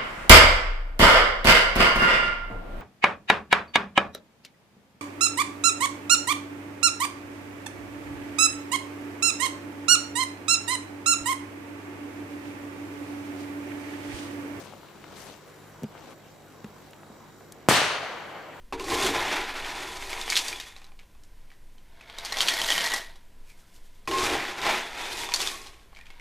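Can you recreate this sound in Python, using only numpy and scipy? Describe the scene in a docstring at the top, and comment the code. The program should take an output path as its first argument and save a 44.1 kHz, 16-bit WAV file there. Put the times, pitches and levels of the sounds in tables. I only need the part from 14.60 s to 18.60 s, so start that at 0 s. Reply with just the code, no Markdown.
"""A firecracker blast down a forest clearing: pressure front, inverted ground return, low boom, trunk echoes.
A near and a deep swarm of scattered clicks make its long tail; bright scatter comes off the grass.
Around it, a hand-held camera: cloth grains rustle, noise bursts tick, knocks ring the casing modes.
Its motor adds hum lines, a wandering whine and lens tones, and pulses the treble hiss.
Banded noise makes the far outdoor rumble and circuit hiss underneath."""
import sys
import numpy as np
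from scipy import signal
from scipy.io import wavfile

SR = 44100
rng = np.random.default_rng(int(sys.argv[2]) if len(sys.argv) > 2 else 0)


def generate_wav(signal):
    """Clip the signal to [-1, 1] and save it as 16-bit WAV at the path in sys.argv[1]."""
    frames = np.transpose(np.atleast_2d(signal))
    scaled = np.clip(frames, -1, 1) * 32767
    pcm = np.round(scaled).astype(np.int16)
    wavfile.write(sys.argv[1], SR, pcm)


def voltage_ratio(decibels):
    """Convert decibels (scalar or array-like) to amplitude ratios, 20 dB per decade."""
    exponent = np.asarray(decibels, float) / 20
    return 10 ** exponent


N = 176400

BANG_S = 3.0871
BUZZ_HZ = 49.9  # motor pulse rate

# Left-right likeness of air and cloth. Each row: frequency in Hz, correlation from -1 to 1.
AIR_LIKENESS = [(40, 0.13), (130, 0.71), (1400, 0.69), (15000, 0.033)]


def rms_one(x):
    """Scale to rms 1."""
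    return x / np.sqrt(np.mean(x ** 2) + 1e-20)


def at_hz(points, hz):
    """Read a table on a log-frequency axis."""
    table_hz, values = np.transpose(points)
    return np.interp(np.log(hz), np.log(table_hz), values)


def in_time(rows):
    """Table columns as signals, interpolated over time."""
    s, *columns = np.transpose(rows)
    return [np.interp(np.arange(N) / SR, s, c, right=c[-1]) for c in columns]


def band_pass(x, low_hz, high_hz):
    """Second-order Butterworth design, band form."""
    return signal.sosfilt(signal.butter(2, [low_hz, high_hz], "band", fs=SR, output="sos"), x)


def high_pass(x, hz):
    """Second-order Butterworth high-pass."""
    return signal.sosfilt(signal.butter(2, hz, "high", fs=SR, output="sos"), x)


def drift(rate_hz, size):
    """Slow random wander, spread 1: noise through two equal poles, one value per 40 samples."""
    r = np.exp(-80 * np.pi * rate_hz / SR)
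    noise = rng.standard_normal(size // 40 + 2002)
    slow = signal.lfilter([1], [1, -2 * r, r * r], noise)[2000:]  # settled part
    return np.interp(np.arange(size) / 40, np.arange(len(slow)), rms_one(slow))


def tone(hz):
    """Sine of height 1 whose frequency follows a signal."""
    return np.sin(2 * np.pi * np.cumsum(hz) / SR)


def ring(clicks, hz, t60_s):
    """Two-pole resonator: a unit click sets a sine of initial height 1 ringing."""
    r = voltage_ratio(-60 / (t60_s * SR))
    w = 2 * np.pi * min(hz, .4 * SR) / SR
    return signal.lfilter([0, np.sin(w)], [1, -2 * r * np.cos(w), r * r], clicks + 1e-18)


def pan(db):
    """Left and right gains; positive is left."""
    return voltage_ratio(np.array([[db / 2], [-db / 2]]))


def hand_pan_db(s):
    """The hand starts 8 dB left and moves across, centred at 3.4 s."""
    return 8 * (1 - s / 3.4)


def bands(sources, likeness):
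    """Half-octave stereo bands, dealt in turn from two mid-side sources; yields centre and sound."""
    edges_hz = 25 * 2 ** np.arange(0, 9.6, .5)
    for k, (low, high) in enumerate(zip(edges_hz, edges_hz[1:])):
        mid, side = band_pass(sources[k % 2], low, high)
        hz = np.sqrt(low * high)
        alike = np.clip(at_hz(likeness, hz), -1, 1)
        yield hz, np.sqrt(1 + alike) * mid + np.sqrt(1 - alike) * side * [[1], [-1]]


def grains(rate_per_s, spread_db, size):
    """Two mid-side pairs of random clicks, scaled to even power as the rate changes."""
    shape = (2, 2, size)
    share = np.clip(rate_per_s / SR, 1e-4, 1)
    spread = voltage_ratio(spread_db * np.minimum(rng.exponential(1, shape), 5))
    heights = spread * rng.standard_normal(shape)
    return rms_one(heights * (rng.random(shape) < share) / np.sqrt(share))


def background():
    """Outdoor rumble and circuit hiss: noise, patchy by band, its treble pulsed by the motor."""
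    # Spectrum. Each row: frequency in Hz, relative density in dB per Hz.
    air = [(25, -2.5), (91, -9.5), (352, -3.5), (1060, -10.5), (2270, -19.5), (7230, -28.5), (10500, -31),
           (14200, -38), (15800, -32)]
    level_db, buzz_depth, buzz_from_hz = -50.5, 0.09, 2500
    t = np.arange(N) / SR
    pulse = 1 + buzz_depth * rms_one(np.cos(np.pi * BUZZ_HZ * t) ** 30.0 - .15)
    together = drift(7.9, size=N)
    out = 0
    for hz, band in bands(rng.standard_normal((2, 2, N)), AIR_LIKENESS):
        buzz = np.abs(pulse) if hz > buzz_from_hz else 1
        band_db = at_hz(air, hz) + 0.56 * together + 1.65 * drift(4.3, size=N)
        out = out + band * buzz * voltage_ratio(band_db)
    return voltage_ratio(level_db) * rms_one(out)


def motor():
    """Steady rotation gives wavering, pulsed hum lines and a wandering whine; the lens drive adds rough tones."""
    # Hum lines. Each row: frequency in Hz, level in dB rms before pulsing and drift.
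    hum = [(102, -63.5), (151, -62.5), (199, -67.5), (3849, -75), (5800, -76.5), (7125, -73.5), (7780, -77)]
    # Whine path. Each row: time in seconds, frequency in Hz, wobble spread in Hz.
    whine = [(0, 14230, 40), (.9, 14280, 50), (1.4, 14000, 50), (2.3, 14120, 60), (2.48, 14230, 190),
             (2.74, 13850, 130), (2.85, 14050, 50)]
    # Lens drive tones. Each row: start in seconds, length in seconds, frequency in Hz, level in dB rms before drift.
    lens = [(0.862, 0.2, 10050, -80), (2.33, .19, 10050, -81)]
    line_pulse, whine_db, wobble_rate_hz = 0.35, -73.5, 25.0
    t = np.arange(N) / SR
    out = np.zeros(N)
    for hz, db in hum:
        level = voltage_ratio(db + drift(7.3, size=N))
        out += level * tone(hz * (1 + 0.00148 * drift(5.74, size=N)))
    out *= 1 + line_pulse * np.cos(2 * np.pi * BUZZ_HZ * t)
    whine_hz, wobble_hz = in_time(whine)
    whine_level = voltage_ratio(whine_db + 2 * drift(30.0, size=N))
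    out += whine_level * tone(whine_hz + wobble_hz * drift(wobble_rate_hz, size=N))
    for s, length, hz, db in lens:
        running = (t > s) * (t < s + length)
        out += voltage_ratio(db + 6.1 * drift(30.0, size=N)) * running * np.sin(2 * np.pi * hz * t)
    return np.sqrt(2) * out  # sine height from rms


def rustle():
    """Dense cloth grains that swell with movement; faster rubbing lifts the top of the hiss."""
    # Cloth movement. Each row: time in seconds, level in dB rms before pan and catches, top of the hiss in Hz.
    movement = [(0, -46, 8650), (.07, -49, 5600), (.2, -56.5, 4830), (.46, -55, 5460), (.545, -49.5, 5740),
                (.59, -49.5, 13400), (.7, -48, 6600), (.79, -58, 8000), (1.28, -62, 4000),
                (1.36, -47, 3270), (1.53, -47.5, 3870), (1.56, -75, 5100)]
    # Cloth spectrum. Each row: frequency in Hz, relative density in dB per Hz.
    cloth = [(150, -10.5), (500, -5), (2000, -13.5), (10500, -13), (13500, -15)]
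    grains_per_s, fall_db_per_octave = 3400, 15.5  # fall above the top
    level_db, top_hz = in_time(movement)
    catches_db = 0.63 * drift(90.0, size=N)
    out = 0
    for hz, band in bands(grains(grains_per_s, 0.61, size=N), AIR_LIKENESS):
        fall_db = fall_db_per_octave * np.log2(1 + (hz / top_hz) ** 2) / 2
        out = out + band * voltage_ratio(at_hz(cloth, hz) - fall_db + 2.0 * drift(19.0, size=N))
    hand = pan(hand_pan_db(np.arange(N) / SR))[:, 0]
    return rms_one(out) * voltage_ratio(level_db + catches_db) * hand


def ticks():
    """Small contacts on the camera: dying noise bursts in a wide band."""
    # Each row: start in seconds, peak in dB before pan, pitch in Hz.
    tick_rows = [(.058, -37, 595), (.125, -38, 432), (.135, -33, 435), (0.232, -37.5, 780),
                 (0.286, -45.5, 2090), (0.441, -35.5, 1040), (.697, -38, 497), (0.739, -41.5, 1800),
                 (1.233, -39, 9500), (1.2329, -39, 2500), (1.241, -41, 2500), (1.351, -34.5, 630),
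                 (1.377, -43, 1800), (1.53, -55, 2820), (2.044, -38, 1460), (2.044, -41.5, 4600),
                 (2.309, -45, 7400), (2.333, -35.5, 1700), (2.432, -40, 930), (2.808, -39, 850),
                 (2.922, -32, 6600)]
    t60_cycles, t60_min_s, spread_ratio = 6.8, 0.018, 1.7  # spread: band reach either side of the pitch
    out = np.zeros((2, N + SR))
    t = np.arange(SR // 20) / SR
    for s, db, hz in tick_rows:
        burst = rng.standard_normal(len(t)) * voltage_ratio(-60 * t / max(t60_cycles / hz, t60_min_s))
        tick = band_pass(burst, hz / spread_ratio, min(hz * spread_ratio, .45 * SR))
        gains = voltage_ratio(db) * pan(hand_pan_db(s))
        out[:, int(s * SR):][:, :len(t)] += gains * tick / np.abs(tick).max()
    return out[:, :N]


def knocks():
    """Dull blows ring the casing modes; small parts ring on as pings."""
    # Blows. Each row: time in seconds, click height in dB.
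    blow_rows = [(1.223, -34), (1.235, -24), (1.243, -26.5), (2.044, -31.5), (2.501, -40.5)]
    # Casing modes. Each row: frequency in Hz, gain in dB, T60 in seconds.
    casing = [(155, -9.5, 0.09), (208, 3, 0.08), (409, -7, 0.044)]
    # Pings. Each row: start in seconds, frequency in Hz, initial height in dB, T60 in seconds.
    pings = [(1.2335, 5850, -47, .03), (1.254, 4900, -62, .25)]
    blows = np.zeros(N)
    for s, db in blow_rows:
        blows[int(s * SR)] = voltage_ratio(db)
    modes = sum(voltage_ratio(db) * ring(blows, hz, t60_s) for hz, db, t60_s in casing)
    out = high_pass(modes, 150)
    for s, hz, db, t60_s in pings:
        out += ring(voltage_ratio(db) * signal.unit_impulse(N, int(s * SR)), hz, t60_s)
    return out


def forest():
    """Countless trunk echoes: a near swarm that holds, then dies fast, and a deep one that lingers."""
    # Scatter from the clearing's edge and the deep wood. 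Each row: frequency in Hz, relative density in dB per Hz.
    near_spectrum, far_spectrum = [(70, -8), (150, 10), (500, 6), (1100, 6.5), (3500, 4.5), (5000, -3),
                                   (8000, -4.5), (15800, -14)], [(150, -22.5), (580, -0.5), (2100, -5.5), (3800, -14),
                                                 (12000, -26)]
    # Decay times. Each row: frequency in Hz, T60 in seconds.
    near_t60, far_t60 = [(60, 1), (250, 0.39), (700, 0.71), (2000, 0.72), (5000, 0.7), (9000, 0.45),
                         (15000, 0.1)], [(300, 3.75), (1200, 2.9), (3000, 2.38), (12000, 0.16)]
    # Hold before the near decay. Each row: frequency in Hz, hold in seconds.
    near_hold = [(200, 0.024), (1500, 0.095), (7000, 0.084), (15000, 0.0085)]
    # Left-right likeness. Each row: frequency in Hz, correlation from -1 to 1.
    wood_likeness = [(60, 0.58), (950, 0.83), (3770, .53), (15000, .04)]
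    # Grass scatter: low and high band edge in Hz.
    spray_hz = [5500, 11000]
    echoes_per_s, growth_s, spread_db = 11000, 0.38, 0.5  # echoes thicken with delay
    near_db, far_db, far_rise_s, wood_pan_db = -18.5, -26, 0.27, 1.7
    build_share = 0.03  # build-up time constant as a share of the hold
    patchy_db, roll_db = .7, .5  # uneven stands of trees: by band, all together
    spray_db, spray_t60_s = -16.5, 0.085
    start = int(BANG_S * SR)
    t = np.arange(N - start) / SR
    size = len(t)
    echoes = grains(echoes_per_s * (1 + t / growth_s) ** 2, spread_db, size)
    near, far, near_power, far_power = 0, 0, 0, 0
    roll = roll_db * drift(18.0, size)
    for hz, band in bands(echoes, wood_likeness):
        band = band * voltage_ratio(patchy_db * drift(25.0, size) + roll)
        power = np.mean(band ** 2)
        near_band_db, far_band_db = at_hz(near_spectrum, hz), at_hz(far_spectrum, hz)
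        hold_s = at_hz(near_hold, hz)
        build = 1 - np.exp(-t / build_share / hold_s)
        late_s = np.maximum(t - hold_s, 0)
        near = near + band * build * voltage_ratio(near_band_db - 60 * late_s / at_hz(near_t60, hz))
        far = far + band * voltage_ratio(far_band_db - 60 * t / at_hz(far_t60, hz))
        near_power += power * voltage_ratio(2 * near_band_db)
        far_power += power * voltage_ratio(2 * far_band_db)
    tail = voltage_ratio(near_db) * near / np.sqrt(near_power)
    tail += voltage_ratio(far_db) * far / np.sqrt(far_power) * (1 - np.exp(-t / far_rise_s))
    # bright scatter off the grass beside the blast
    spray = band_pass(echoes[0, 0] + echoes[1] / 2, *spray_hz)
    tail += voltage_ratio(spray_db - 60 * t / spray_t60_s) * spray
    return pan(wood_pan_db) * np.pad(tail, ((0, 0), (start, 0)))


def pressure_front(t):
    """Sudden push that swings into suction and dies away."""
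    push_s, fall = .00036, .5  # time to zero pressure; fading per push_s
    x = t / push_s
    return (t >= 0) * (1 - x ** 2) / (1 + x ** 2) * np.exp(-fall * np.abs(x))


def blast():
    """Pressure front, its inverted return off soft ground, a low boom and single-trunk echoes."""
    # Each row: delay in seconds, gain in dB, sign (+1 upright, -1 inverted).
    trunks = [(.0244, -2.5, 1), (.0374, -7, -1), (.0510, -10, -1), (.0650, -10, -1), (.1300, -11, 1)]
    direct_db, ground_delay_s, ground_db = 6.0, 0.0005, -5.5
    boom_hz, boom_db, boom_t60_s, boom_rise_s = 149.6, -12.5, 0.025, .00036  # boom_db before direct_db
    t = np.arange(SR // 5) / SR
    pulse = pressure_front(t) - voltage_ratio(ground_db) * pressure_front(t - ground_delay_s)
    boom = -voltage_ratio(boom_db - 60 * t / boom_t60_s) * np.cos(2 * np.pi * boom_hz * t)
    boom *= 1 - np.exp(-t / boom_rise_s)
    dull = signal.sosfilt(signal.butter(2, 6000, fs=SR, output="sos"), pulse)
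    out, i = np.zeros((2, N)), int(BANG_S * SR)
    out[:, i:i + len(t)] += voltage_ratio(direct_db) * (pulse + boom)
    for delay_s, db, sign in trunks:
        j = i + int(delay_s * SR)
        out[:, j:j + len(t)] += np.sign(sign) * voltage_ratio(db) * dull
    return out


def scene():
    """Everything the microphones hear; sharp pressure steps lose their deep bass in the capsule."""
    sharp = high_pass(blast() + ticks() + knocks(), 21)
    return sharp + forest() + background() + motor() + rustle()


def band_limit(x):
    """A steep low-pass at the top of the band."""
    return signal.sosfilt(signal.butter(12, 15960, fs=SR, output="sos"), x)


def record(dry):
    """High peaks are rounded off, then deep bass and top are cut."""
    clip_level, low_hz, top_hz = 0.99, 45, 16700
    rounded = clip_level * np.tanh(dry / clip_level)
    top_cut = signal.cheby2(12, 70, top_hz, fs=SR, output="sos")
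    mix = signal.sosfilt(top_cut, high_pass(rounded, low_hz))
    return band_limit(mix)


dry = scene()
out = record(dry)
generate_wav(out)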